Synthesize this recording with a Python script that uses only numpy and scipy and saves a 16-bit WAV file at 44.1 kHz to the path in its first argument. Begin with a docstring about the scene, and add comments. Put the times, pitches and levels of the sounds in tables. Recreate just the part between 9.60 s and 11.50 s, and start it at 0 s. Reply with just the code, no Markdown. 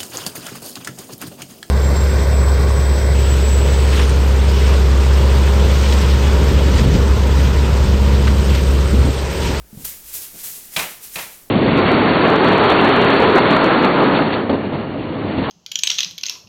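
"""Soft footfalls and a rising hiss of foil: two small children swing tinsel garlands in a hallway,
a few metres away. Thousands of tiny crinkles merge into the hiss of each swing, and into a splash
when a garland lands and its strips crush together. Twice something hard knocks on the woodwork:
the contact cracks, the panel's modes ring and the hall reverberates. Faint room noise lies beneath."""
import sys
import numpy as np
from scipy import signal
from scipy.fft import rfft, irfft
from scipy.io import wavfile

SR = 44100
rng = np.random.default_rng(int(sys.argv[2]) if len(sys.argv) > 2 else 0)


def store_wav(level_fs):
    """Save 16-bit WAV to argv[1]."""
    pcm = np.round(np.clip(np.atleast_2d(level_fs), -1, 1) * 32767)
    wavfile.write(sys.argv[1], SR, pcm.T.astype(np.int16))


N = 83790
TIME = np.arange(N) / SR


# Sweeps through the air. Each row: peak in seconds, level in dB, rise in seconds, fall in dB/s.
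SWINGS = [(.225, -39.5, 0.14, 60), (.495, -36, 0.12, 110), (0.634, -32.5, 0.092, 143),
          (0.804, -34.5, 0.15, 152), (.96, -35.5, 0.066, 127), (1.05, -41.5, 0.057, 70),
          (1.14, -33.5, 0.045, 110), (1.31, -37, 0.069, 130), (1.44, -34.5, 0.05, 114),
          (1.549, -32.5, 0.058, 130), (1.61, -33, 0.079, 108), (1.73, -44, 0.074, 78)]
# Landings. Each row: the same four, then hold in seconds and relative level of the dull crumple in dB.
LANDINGS = [(.25, -24, .008, 600, .004, -14), (.275, -31, 0.04, 122, 0.015, -12.5),
            (0.542, -27, 0.027, 170, .022, -20.5), (0.837, -29, 0.013, 117, 0.044, -16),
            (1.165, -30, .005, 147, 0.066, -9)]
# Spectra of the foil's four sounds. Each row: frequency in Hz, relative density in dB.
SWING_SPECTRUM = [(200, -14.5), (600, -17.5), (1200, -13.5), (2200, -8.5), (4000, -7.5), (7000, -4),
                  (10500, -2), (14000, -1.5), (15500, -5), (17200, -19)]
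LANDING_SPECTRUM = [(200, -12), (600, -17), (1200, -18), (2200, -15.5), (4000, -8), (7000, -2),
                    (10500, -1.5), (14000, 2.5), (15500, -2), (17200, -10)]
CRUMPLE_SPECTRUM = [(200, -3.5), (800, -5), (2000, 4.5), (3500, 2.5), (8000, -15)]
SHIMMER_SPECTRUM = [(3000, -28), (9000, -10), (12000, -6), (14000, 0), (15500, -4), (17200, -9)]

def tinsel():
    """Incoherent sources add in power: strips swing and land, the core crumples, loose strips shimmer."""
    swinging = np.sqrt(sum(swell(*row) ** 2 for row in SWINGS))
    landing = np.sqrt(sum(swell(*row) ** 2 for *row, _ in LANDINGS))
    crumpling = np.sqrt(sum((from_db(db) * swell(*row)) ** 2 for *row, db in LANDINGS))
    shimmering = from_db(-30) * np.hypot(swinging, landing) ** 0.45  # lingers between swings
    return (swinging * foil(SWING_SPECTRUM) + landing * foil(LANDING_SPECTRUM)
            + crumpling * foil(CRUMPLE_SPECTRUM) + shimmering * foil(SHIMMER_SPECTRUM))


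def foil(spectrum, crinkles_per_s=7000, spread_db=2.5, crinkle_share=0.36):
    """Shot noise: tiny crinkles arrive at random, and the hall blurs part of their power into hiss."""
    sizes = from_db(spread_db * np.minimum(rng.exponential(1, N), 5))
    signs = rng.choice([-1, 1], N)
    crinkles = unit_rms(sizes * signs * (rng.random(N) < crinkles_per_s / SR))
    hiss = rng.standard_normal(N)
    return coloured(np.sqrt(crinkle_share) * crinkles + np.sqrt(1 - crinkle_share) * hiss, spectrum)


# Hard knocks. Each row: start in seconds, then gains in dB for the body and hall, the crack,
# the ring and near scatter, and the far wall's slap.
KNOCKS = [(1.1628, 0, 0.5, -1, 0), (1.5567, -6, -7, -9, -5.5)]
# Spectra of the woody body, the hall's tail and the bright scatter from the door frames.
# Each row: frequency in Hz, relative density in dB.
BODY_SPECTRUM = [(40, -34), (100, -4), (170, -13), (330, -5.5), (650, -1.5), (1000, -1.5), (1500, -5.5),
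                 (2500, -4.5), (4000, -19), (12000, -21.5)]
HALL_SPECTRUM = [(100, -18), (600, -16), (1400, -11), (2000, -4.5), (2700, -6), (3600, -10), (5000, -14.5),
                 (9000, -17), (16000, -37)]
SCATTER_SPECTRUM = [(300, -13.5), (1200, -20), (2400, 1), (4000, -4.5), (5000, -9), (8000, -9.5),
                    (16000, -20)]

def knocks():
    """An impact in a room: direct sound, early scatter, then the far wall's slap and reverberation."""
    body, hall, scatter = noise(BODY_SPECTRUM), noise(HALL_SPECTRUM), noise(SCATTER_SPECTRUM)
    out = 0
    for start, db, crack_db, ring_db, slap_db in KNOCKS:
        near = (TIME > start) * swell(start + 0.0038, -17, rise_s=0.011, fall_db_per_s=900) * scatter
        slap = swell(start + 0.032, slap_db - 22.5, rise_s=0.019, fall_db_per_s=900) * scatter
        wood = from_db(-22.5) * decay(start, t60=0.42, build_s=0.0066) * body
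        tail = from_db(-23) * decay(start + 0.026, t60=0.4, build_s=0.0026) * hall
        out += from_db(crack_db) * crack(start, slap_db)
        out += from_db(ring_db) * (panel(start) + near)
        out += from_db(db) * (wood + slap + tail)
    return out


# Modes of the contact. Each row: frequency in Hz, level in dB, 60 dB decay time in seconds.
CRACK_MODES = [(1924, -24, 0.031), (2476, -13.5, .016), (3200, -31, 0.019), (3940, -15, 0.015),
               (6540, -28, 0.0069)]
# Reflections from the near and far walls. Each row: delay in seconds, gain in dB.
NEAR_ECHOES = [(.0031, -9.5), (.0046, -4), (.0088, -16)]
FAR_ECHOES = [(.0295, -10), (0.0359, -6)]

def crack(start, slap_db, highpass_hz=600):
    """Multipath propagation: heavily damped modes arrive directly, then as a weaker copy off each wall."""
    direct = (0.00074, 0)
    paths = [direct, *NEAR_ECHOES] + [(delay, db + slap_db) for delay, db in FAR_ECHOES]
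    arrivals = sum(mode(start + delay, hz, db + path_db, t60)
                   for delay, path_db in paths for hz, db, t60 in CRACK_MODES)
    return signal.sosfilt(signal.butter(2, highpass_hz, "high", fs=SR, output="sos"), arrivals)


# Modes of the wooden panel. Each row: frequency in Hz, relative level in dB, 60 dB decay time in seconds.
PANEL_MODES = [(182, -2, .35), (570, -9, .4), (675, -6, .36), (863, -5, .42), (953, -2, .3), (1196, -8, .4),
               (1818, -4, .42), (1998, -5, .35), (2118, -3, .35), (2299, -3, .33), (2438, 1, .33),
               (2647, 0, .33), (2727, -2, .3), (2940, -4, .33), (3953, -6, .25), (5293, -7, .25)]

def panel(start, thud_hz=174.5):
    """Free vibration: the struck panel rings as a sum of decaying modes over a short, low thud."""
    ringing = sum(mode(start + 0.007 * rng.uniform(0.497, 1.5), hz, db - 30.5, t60)
                  for hz, db, t60 in PANEL_MODES)
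    thud_envelope = from_db(-12) * decay(start + 0.0071, t60=0.05, build_s=0.0092)
    return ringing + thud_envelope * np.sin(2 * np.pi * thud_hz * (TIME - start))


# Footfalls. Each row: start in seconds, level in dB, pitch in Hz, 60 dB decay time in seconds,
# relative level of the scuff in dB.
STEPS = [(0.129, -33.5, 213, 0.14, -22), (0.1722, -30.5, 154, 0.058, -20.5), (0.207, -48.5, 200, 0.16, -13),
         (0.586, -59, 290, 0.18, 8), (.741, -45.5, 291, 0.16, 0), (0.966, -60, 400, 0.16, 4)]
# Spectra of a step's dull tail and the sole's scuff. Each row: frequency in Hz, relative density in dB.
STEP_TAIL_SPECTRUM = [(40, -3), (110, 4.5), (200, 8), (290, -0.5), (360, -14), (550, -12), (900, -38),
                      (3000, -48)]
SCUFF_SPECTRUM = [(100, -5), (200, 0), (310, -5), (430, 1), (560, -5), (800, -9), (2000, -26)]

def footfalls():
    """A soft impact excites one low mode and a dull room tail; friction of the sole adds a scuff."""
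    tail, scuff = noise(STEP_TAIL_SPECTRUM), noise(SCUFF_SPECTRUM)
    out = 0
    for start, db, hz, t60, scuff_db in STEPS:
        out += mode(start, hz, db, t60)
        out += from_db(db - 8.5) * decay(start, t60=0.35, build_s=0.003) * tail
        out += swell(start + 0.011, db + scuff_db, rise_s=0.04, fall_db_per_s=224) * scuff
    return out


# Booms of the floor. Each row: start in seconds, level in dB, 60 dB decay time in seconds.
FLOOR_BOOMS = [(.003, -32.5, 0.22), (0.179, -45, .2), (.236, -39.5, 0.37), (.44, -47, 0.79)]

def floor_booms(floor_hz=55.5):
    """Resonance: each shift of weight sets the floor ringing at its natural frequency."""
    return sum(mode(start, floor_hz, db, t60) for start, db, t60 in FLOOR_BOOMS)


# Spectrum of the room noise. Each row: frequency in Hz, relative density in dB.
ROOM_SPECTRUM = [(25, 1), (60, -7), (100, -7), (180, -6), (400, -8.5), (1000, -15.5), (3000, -20.5),
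                 (8000, -19), (16000, -19)]

def room_noise():
    """Stationary noise: a faint, steady background, densest in the bass."""
    return from_db(-51.5) * noise(ROOM_SPECTRUM)


def mode(start, hz, db, t60):
    """A damped oscillator: a sine that loses 60 dB in t60 seconds."""
    age = np.maximum(TIME - start, 0)
    return from_db(db - 60 * age / t60) * np.sin(2 * np.pi * hz * age)


def decay(start, t60, build_s):
    """Envelope of exponential build-up and decay."""
    age = np.maximum(TIME - start, 0)
    return (1 - np.exp(-age / build_s)) * from_db(-60 * age / t60)


def swell(peak_s, db, rise_s, fall_db_per_s, hold_s=0):
    """Exponential envelope: climbs 20 dB per rise_s, holds, then falls."""
    before = np.maximum(peak_s - TIME, 0)
    after = np.maximum(TIME - peak_s - hold_s, 0)
    return from_db(db - 20 * before / rise_s - fall_db_per_s * after)


def noise(spectrum):
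    """Filtered Gaussian noise at unit rms."""
    return coloured(rng.standard_normal(N), spectrum)


def coloured(x, spectrum):
    """Filtering by multiplication of spectra; the result has unit rms."""
    hz, db = np.transpose(spectrum)
    bins_hz = np.maximum(np.fft.rfftfreq(N, 1 / SR), 1)
    gain = from_db(np.interp(np.log(bins_hz), np.log(hz), db))
    return unit_rms(irfft(rfft(x) * gain, N))


def unit_rms(x):
    """Normalisation to unit power."""
    return x / np.sqrt(np.mean(x ** 2) + 1e-20)


def from_db(db):
    """Decibels to amplitude ratio."""
    return 10 ** (np.asarray(db) / 20)


def scene():
    """Superposition: the pressures of all sources add at one point."""
    return (tinsel() + knocks() + footfalls() + floor_booms() + room_noise())[None]


def record(dry, cutoff_hz=17400):
    """Band limiting: a steep elliptic low-pass removes the highest treble."""
    return signal.sosfilt(signal.ellip(12, .1, 80, cutoff_hz, fs=SR, output="sos"), dry)


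dry = scene()
out = record(dry)
store_wav(out)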